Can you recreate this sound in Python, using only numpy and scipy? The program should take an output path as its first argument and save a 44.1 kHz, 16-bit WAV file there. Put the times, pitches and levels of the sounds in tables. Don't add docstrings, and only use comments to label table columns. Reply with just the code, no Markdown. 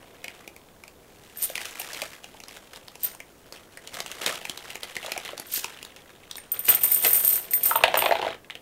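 import sys
import numpy as np
from scipy import signal
from scipy.fft import rfft, irfft
from scipy.io import wavfile

SR = 44100
rng = np.random.default_rng(int(sys.argv[2]) if len(sys.argv) > 2 else 0)


def bounce(signal):
    frames = np.transpose(np.atleast_2d(signal))
    limited = np.clip(frames, -1, 1)
    pcm = np.round(limited * 32767).astype(np.int16)
    wavfile.write(sys.argv[1], SR, pcm)


N = 379877


def amp(db):
    return 10 ** (np.asarray(db) / 20)


def rms_one(x):
    return x / np.sqrt(np.mean(x ** 2) + 1e-20)


def in_time(rows):
    s, *columns = np.transpose(rows)
    t = np.arange(N) / SR
    return [np.interp(t, s, column, left=-120, right=-120) for column in columns]


def swells(start_s, held_s, db, rise_db_per_s, fall_db_per_s):
    t = np.arange(0, N / SR + .002, .001)[:, None]
    rise_db = rise_db_per_s * np.maximum(start_s - t, 0)
    fall_db = fall_db_per_s * np.maximum(t - start_s - held_s, 0)
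    gain = amp(db - rise_db - fall_db).sum(axis=1)
    return np.interp(np.arange(N) / SR, t[:, 0], gain)


def resonance(x, hz, width_hz):
    r = np.exp(-np.pi * width_hz / SR)
    zeros = np.array([1, 0, -1]) * (1 - r * r) / 2
    poles = [1, -2 * r * np.cos(2 * np.pi * hz / SR), r * r]
    return signal.lfilter(zeros, poles, x + 1e-18)


def ring(clicks, hz, t60):
    r, w = amp(-60 / (t60 * SR)), 2 * np.pi * hz / SR
    return signal.lfilter([0, np.sin(w)], [1, -2 * r * np.cos(w), r * r], clicks + 1e-18)


def high(x, hz):
    return signal.sosfilt(signal.butter(2, hz, "high", fs=SR, output="sos"), x)


def crisp(x):
    return -resonance(high(x, 1820), 2500, 10100)


FILM_EDGE_HZ = 3700


def stiff(x, order=7):
    edge = signal.butter(order, FILM_EDGE_HZ, fs=SR, output="sos")
    return signal.sosfilt(edge, rms_one(high(x, 233)))


def grains(per_s, spread_db):
    sizes = amp(spread_db * np.minimum(rng.exponential(1, N), 4)) * rng.choice([-1, 1], N)
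    return rms_one(sizes * (rng.random(N) < per_s / SR))


def puffed(per_s, steady, spread_db):
    fade = np.exp(-1 / (.0017 * SR))
    puffs = signal.lfilter([1], [1, -fade], np.abs(grains(per_s, spread_db)))
    return rms_one(puffs) + steady


def bursts(rows, sound, tail):
    out, t = np.zeros(N + 2048), np.arange(2048) / SR
    decay = np.exp(-t / .0012) + tail * np.exp(-t / .008)
    for (s, db, colour), noise in zip(rows, rng.standard_normal((len(rows), 2048))):
        parts = sound(noise * decay, colour)
        at = round(s * SR)
        out[at:at + 2048] += amp(db) * sum(amp(share_db) * part / np.abs(part).max()
                                           for share_db, part in parts)
    return out[:N]


# strong upper, strong lower, faint middle [Hz]
LARGE_MODES_HZ = (13350, 8600, 9450)
SMALL_MODES_HZ = (13770, 8840, 9875)


def coin_modes(k):
    detune = .004 * (k % 5 / 2 - 1)
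    return np.array(SMALL_MODES_HZ if k > 4 else LARGE_MODES_HZ) * (1 + detune)


# (time [s], level [dB], free until caught [s], size of the louder coin)
COIN_CLINKS = [(1.372, -32, 0.031, "large"), (1.421, -8.5, 0.005, "large pressed"),
               (1.4346, -9, .016, "large pressed"), (1.7958, -17.5, 0.015, "small pressed"),
               (3.005, -45, .03, "small face"), (3.033, -22, 0.0089, "small"),
               (3.043, -20, 0.0055, "small"), (5.467, -39, 0.035, "large"),
               (5.516, -20, .015, "large pressed"), (5.5374, -21, 0.045, "large"),
               (6.366, -28, 0.044, "small face"), (6.5182, -21, 0.012, "small"),
               (6.5922, -22, 0.0042, "small"), (6.648, -15, 0.003, "large pressed"),
               (6.689, -10, 0.017, "small"), (6.7481, -12.5, 0.002, "small"),
               (6.835, -11.5, 0.025, "small"), (6.917, -17.5, 0.031, "small"), (6.945, -18, 0.016, "small"),
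               (7.027, -32, .02, "small"), (7.049, -18, 0.018, "large"), (7.081, -24, 0.0054, "small"),
               (7.131, -13, 0.039, "small"), (7.2484, -15, 0.019, "large"), (7.2773, -16, 0.0087, "large"),
               (7.328, -18.5, 0.018, "small"), (7.509, -24, 0.012, "large"),
               (7.5346, -15.5, 0.084, "small"), (7.6339, -14.5, 0.0026, "large"),
               (7.656, -13, 0.0074, "large"), (7.6657, -21, 0.0061, "large"), (7.759, -17, 0.013, "small"),
               (7.9737, -18.5, 0.0074, "small"), (7.99, -19, 0.024, "large")]
# (level [dB], t60 when free [s], fall of the ring when caught [dB])
COIN_RING = [(0, .3, -14), (-11, .38, -7), (-18, .15, -10)]
FACE_DB, PRESSED_DB = -27, -15
CATCH_S, PARTNER_DB = .006, -5
TUMBLE_HZ, TUMBLE_DEPTH = 70, .9


def clinks():
    out, t = np.zeros(N + SR), np.arange(SR // 2) / SR
    mode_db, t60, caught_db = np.transpose(COIN_RING + COIN_RING)
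    left = amp(caught_db)[:, None]
    partner_db = PARTNER_DB * (np.arange(6) > 2)
    luck = rng.random((len(COIN_CLINKS), 8))
    for (s, db, free_s, size), (one, other, *uneven) in zip(COIN_CLINKS, luck):
        uneven = np.array(uneven)
        lead = 1 + int(3 * one) + 5 * ("small" in size)
        hz = np.r_[coin_modes(lead), coin_modes(int(10 * other))]
        blow_db = FACE_DB * ("face" in size) * (mode_db == 0) + PRESSED_DB * ("pressed" in size)
        level_db = mode_db + blow_db + partner_db + 6 * (uneven - .5)
        decay = amp(level_db[:, None] - 60 * t / t60[:, None])
        rings = decay * np.sin(2 * np.pi * hz[:, None] * t)
        turn = np.sin(np.pi * TUMBLE_HZ * uneven[::-1, None] * t) ** 2
        tumble = 1 - TUMBLE_DEPTH * turn
        held = left + (1 - left) * np.exp(-np.maximum(t - free_s, 0) / CATCH_S)
        at = round(s * SR)
        out[at:at + len(t)] += amp(db) * (held * tumble * rings).sum(axis=0)
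    return out[:N]


# (full from [s], held [s], contact level [dB], scrape level [dB])
COIN_SLIDES = [(1.43, 0.0064, -52.5, -37.5), (3.044, 0.014, -81, -39.5), (5.549, 0.028, -61, -29),
               (6.696, 0.0077, -44.5, -31.5), (6.845, 0.005, -43, -49), (6.925, 0.021, -42, -42),
               (7.041, 0.15, -42, -46), (7.261, 0.1, -44, -40.5), (7.666, 0.031, -43.5, -38),
               (7.994, 0.067, -54.5, -51)]
SLIDE_RISE_DB_PER_S, SLIDE_FALL_DB_PER_S = 381, 244
BOUNCE_DB, TICK_DB = -5.5, 4
HEAP_T60_SHARE = .25


def jingle():
    s, clink_db = np.transpose([row[:2] for row in COIN_CLINKS])
    bounce_s = s[:, None] + np.cumsum(rng.uniform(.001, .006, (len(s), 6)), axis=1)
    at = np.round(bounce_s * SR).astype(int)
    slide_s, held_s, contact_db, _ = np.transpose(COIN_SLIDES)
    sliding = swells(slide_s, held_s, contact_db, SLIDE_RISE_DB_PER_S, SLIDE_FALL_DB_PER_S)
    blows = sliding * grains(per_s=1500, spread_db=3.5)
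    blows[at] += amp(clink_db + BOUNCE_DB)[:, None] * amp(-2.5 * np.arange(6))
    ringing = blows.copy()
    ringing[at] *= amp([[PRESSED_DB * ("pressed" in row[-1])] for row in COIN_CLINKS])

    dealt, out = rng.integers(0, 10, N), np.zeros(N)
    for k in range(10):
        damping = HEAP_T60_SHARE * (1 - .5 * abs(k % 5 / 2 - 1))
        for hz, (db, t60, _) in zip(coin_modes(k), COIN_RING):
            out += amp(db) * ring(ringing * (dealt == k), hz, t60 * damping)
    pitch, tick_hz = rng.integers(0, 16, N), np.linspace(8400, 14300, 16)
    ticks = sum(ring(blows * (pitch == k), hz, .005) for k, hz in enumerate(tick_hz))
    return out + amp(TICK_DB) * ticks


def scrape():
    slide_s, held_s, _, scrape_db = np.transpose(COIN_SLIDES)
    sliding = swells(slide_s, held_s, scrape_db, SLIDE_RISE_DB_PER_S, SLIDE_FALL_DB_PER_S)
    rub = rng.standard_normal(N) * puffed(per_s=900, steady=.2, spread_db=3.0)
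    return sliding * rms_one(crisp(rub))


def struck(burst, modes):
    strengths = amp(rng.normal(0, 3.0, len(modes))) * rng.choice([-1, 1], len(modes))
    return sum(g * amp(db) * resonance(burst, hz, w) for g, (hz, w, db) in zip(strengths, modes))


# (frequency [Hz], width [Hz], level [dB])
POUCH_MODES = [(137, 180, -12.5), (352, 76, -5.5), (490, 120, -4), (691, 101, 0), (813, 195, -5),
               (953, 162, -4), (1260, 1200, -12.5)]
POCKET_WIDTH_HZ, POUCH_PITCH_HZ = 430, 764


def padded_knock(burst, colour):
    hollow_db, pocket_hz = colour
    scaled_pouch = np.array(POUCH_MODES[1:]) * [pocket_hz / POUCH_PITCH_HZ, 1, 1]
    hollow = struck(resonance(burst, pocket_hz, POCKET_WIDTH_HZ), scaled_pouch)
    film = stiff(resonance(burst, 2500, 1740), order=8)
    thump = resonance(burst, 80, 117)
    return (-1.5, film), (hollow_db, hollow), (-14, crisp(burst)), (-27, thump)


# (time [s], level [dB], hollow share [dB])
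PADDED_KNOCKS = [(2.345, -49.5, 13.5), (5.045, -39.5, 12), (5.08, -33.5, 5.5), (5.163, -26, -0.5),
                 (5.291, -28.5, 0), (5.332, -38, 12.5), (7.7114, -26, 15), (7.7558, -13, 3),
                 (7.8082, -42, 20), (7.8371, 3, -8), (7.88, -10.5, -5), (7.9418, -9.5, 1),
                 (7.9544, -11, -24), (7.9708, -16, 4.5), (7.9897, -11, -12), (8.0217, -9, -4.5),
                 (8.0396, -15, -1.5), (8.0591, -10, -2), (8.0915, -26.5, 10.5), (8.11, -16, 6),
                 (8.1214, -15.5, 9), (8.1534, -15, 0.5), (8.1934, -36, 15), (8.2262, -20.5, 3.5),
                 (8.2477, -23, 7), (8.2654, -22, 6.5), (8.4452, -37, -30), (8.4996, -22, -18),
                 (8.5064, -19.5, -38), (8.553, -21.5, -19)]
# (time [s], frequency [Hz])
AIR_POCKET = [(5.4, 666), (7.7, 1037), (7.82, 984), (7.84, 754)]


def knocks():
    pocket_s, pocket_hz = np.transpose(AIR_POCKET)
    rows = [(s, db, (hollow_db, np.interp(s, pocket_s, pocket_hz))) for s, db, hollow_db in PADDED_KNOCKS]
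    return bursts(rows, padded_knock, tail=.36)


def snap(burst, hz):
    tone = resonance(resonance(burst, hz, .36 * hz), hz, .3 * hz)
    return (1.5, tone), (-4.5, stiff(burst)), (-7.5, struck(burst, POUCH_MODES)), (2, crisp(burst))


# (time [s], level [dB], pitch [Hz])
SHORT_BURSTS = [(0.243, -26.5, 2180), (0.2811, -27, 2200), (0.3481, -45, 2230), (0.4769, -30.5, 2330),
                (0.564, -37, 2180), (0.837, -35.5, 2120), (0.8794, -36, 2600), (1.5, -30.5, 626),
                (1.555, -20.5, 2200), (1.5786, -22, 2130), (1.6062, -32, 2350), (1.6544, -25, 2670),
                (1.7991, -25.5, 2640), (1.8164, -25.5, 2730), (1.9026, -35, 1710), (1.9321, -29.5, 4270),
                (2.0183, -20.5, 2300), (2.024, -28.5, 556), (2.1326, -39.5, 2150), (2.2428, -31.5, 2620),
                (2.402, -33, 2570), (2.437, -34.5, 4030), (2.483, -33, 4860), (2.7596, -36, 3600),
                (2.882, -33, 2930), (2.955, -33.5, 2520), (3.2028, -29.5, 2040), (3.149, -34.5, 11200),
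                (3.524, -30, 4300), (3.7729, -31, 1800), (3.874, -30, 3070), (4.0034, -21, 3660),
                (4.062, -26.5, 2500), (4.1152, -24, 2840), (4.2171, -25.5, 3000), (4.2623, -14, 3300),
                (4.355, -30, 3580), (4.4523, -23.5, 2300), (4.4962, -20.5, 3220), (4.575, -28.5, 3680),
                (4.7038, -27, 2550), (4.7553, -25.5, 2140), (4.8324, -21, 3240), (4.954, -28.5, 3240),
                (4.9665, -20.5, 1830), (5.062, -27, 3500), (5.1192, -19.5, 2400), (5.1771, -22, 2280),
                (5.25, -28, 2450), (5.3782, -26.5, 3850), (5.3981, -23.5, 12400), (5.576, -25, 6500),
                (5.6438, -18.5, 2600), (5.8282, -27, 2760), (5.8496, -31, 3550), (5.963, -36.5, 2400),
                (6.3119, -24.5, 4100), (6.3555, -30, 3900), (6.3814, -32.5, 1900), (6.6856, -20.5, 4200),
                (7.0475, -13, 2350), (7.5346, -21.5, 2040), ]


def snaps():
    return bursts(SHORT_BURSTS, snap, tail=.18)


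def body(x, modes):
    return rms_one(sum((-1) ** k * amp(db) * resonance(x, hz, w) for k, (hz, w, db) in enumerate(modes)))


# (time [s], level [dB])
CRINKLE_LEVEL = [(0, -54.5), (0.6, -63), (1.0, -65), (1.4, -48.5), (2.0, -40.5), (2.2, -54.5), (3.2, -61),
                 (3.8, -57.5), (4.0, -45.5), (4.5, -45), (5.3, -46), (6.2, -56.5), (6.5, -55), (6.9, -40.5),
                 (7.3, -41), (7.5, -49.5), (7.95, -32), (8.33, -37), (8.42, -70), (8.62, -99)]
# (time [s], hollow share [dB], crisp share [dB])
BAG_GRIP = [(0, -1, -11), (1.3, -11, -3.5), (4.3, -4, -5.5), (5.3, -12, -8.5), (6.4, -9, -9),
            (7.66, -1.5, -2.5), (7.72, -1.5, -30), (8.35, -2.5, -38), (8.62, -39, 17)]
# (full from [s], held [s], crinkle level [dB])
BAG_SQUEEZES = [(0.245, 0.16, -54.5), (1.556, 0.11, -46.5), (2.018, 0.0097, -62), (2.482, 0.032, -50),
                (2.548, 0.011, -49.5), (2.734, 0.02, -49.5), (3.046, 0.0083, -40.5), (3.525, 0.048, -51),
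                (3.935, 0.022, -36), (4.218, 0.015, -33.5), (4.264, 0.0099, -27), (5.032, 0.03, -40.5),
                (5.246, 0.051, -41), (5.54, 0.19, -50.5), (6.319, 0.083, -63), (6.544, 0.0072, -40.5),
                (6.684, 0.022, -27), (6.819, 0.011, -35), (7.047, 0.0043, -27)]
SQUEEZE_RISE_DB_PER_S, SQUEEZE_FALL_DB_PER_S = 2500, 273


def crinkle():
    (steady_db,), (hollow_db, crisp_db) = in_time(CRINKLE_LEVEL), in_time(BAG_GRIP)
    squeezing = swells(*np.transpose(BAG_SQUEEZES), SQUEEZE_RISE_DB_PER_S, SQUEEZE_FALL_DB_PER_S)
    level = amp(steady_db) + squeezing
    middle, low, top = rng.standard_normal((3, N)) * puffed(per_s=450, steady=.2, spread_db=3.1)
    turn = np.repeat(rng.integers(0, 6, N // 128 + 1), 128)[:N]
    fold_hz = np.geomspace(1250, 4600, 6)
    folds = sum(resonance(middle * (turn == k), hz, .4 * hz) for k, hz in enumerate(fold_hz))
    hollow = amp(hollow_db) * body(low, POUCH_MODES)
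    edge = amp(crisp_db) * rms_one(crisp(top))
    return level * (stiff(folds) + hollow + edge)


# (full from [s], held [s], level [dB], frequency [Hz], width [Hz])
FILM_TONE = (5.39, -1.5, -54, 2220, 40)


def film_tone():
    s, held_s, db, hz, width_hz = FILM_TONE
    tone = resonance(resonance(rng.standard_normal(N), hz, width_hz), hz, width_hz)
    return swells(s, held_s, db, SLIDE_RISE_DB_PER_S, SLIDE_FALL_DB_PER_S) * rms_one(tone)


ROOM_T60_S, ROOM_DB, WALL_CUT_HZ = .2, -15, 9000


def room(x):
    out, dull = np.zeros(N), np.exp(-2 * np.pi * WALL_CUT_HZ / SR)
    lags = (rng.uniform(.008, .027, 8) * SR).astype(int)
    for k, lag in enumerate(lags):
        loop, gain, state = x.copy(), amp(-60 * lag / SR / ROOM_T60_S), [0.]
        for i in range(lag, N, lag):
            back, state = signal.lfilter([gain * (1 - dull)], [1, -dull], loop[i - lag:i], zi=state)
            loop[i:i + lag] += back[:N - i]
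        out += (loop - x) * (-1) ** k
    return out


# (frequency [Hz], relative density [dB])
HISS = [(25, 5), (208, 4.5), (470, 6), (1320, -6), (2460, -14), (4860, -15), (15200, -16)]
HISS_DB = -53.5


def air():
    hz = np.maximum(np.arange(N // 2 + 1) * SR / N, 1)
    curve_hz, curve_db = np.transpose(HISS)
    shape = amp(np.interp(np.log(hz), np.log(curve_hz), curve_db))
    return amp(HISS_DB) * rms_one(irfft(rfft(rng.standard_normal(N)) * shape, N))


def scene():
    coins = clinks() + jingle() + scrape()
    bag = knocks() + snaps() + crinkle() + film_tone()
    hands = coins + bag
    return (hands + amp(ROOM_DB) * room(hands) + air())[None]


CUTOFF_HZ = 15750


def record(dry):
    low_pass = signal.ellip(12, .5, 70, CUTOFF_HZ, fs=SR, output="sos")
    return signal.sosfilt(low_pass, np.clip(dry, -1, 1))


dry = scene()
out = record(dry)
bounce(out)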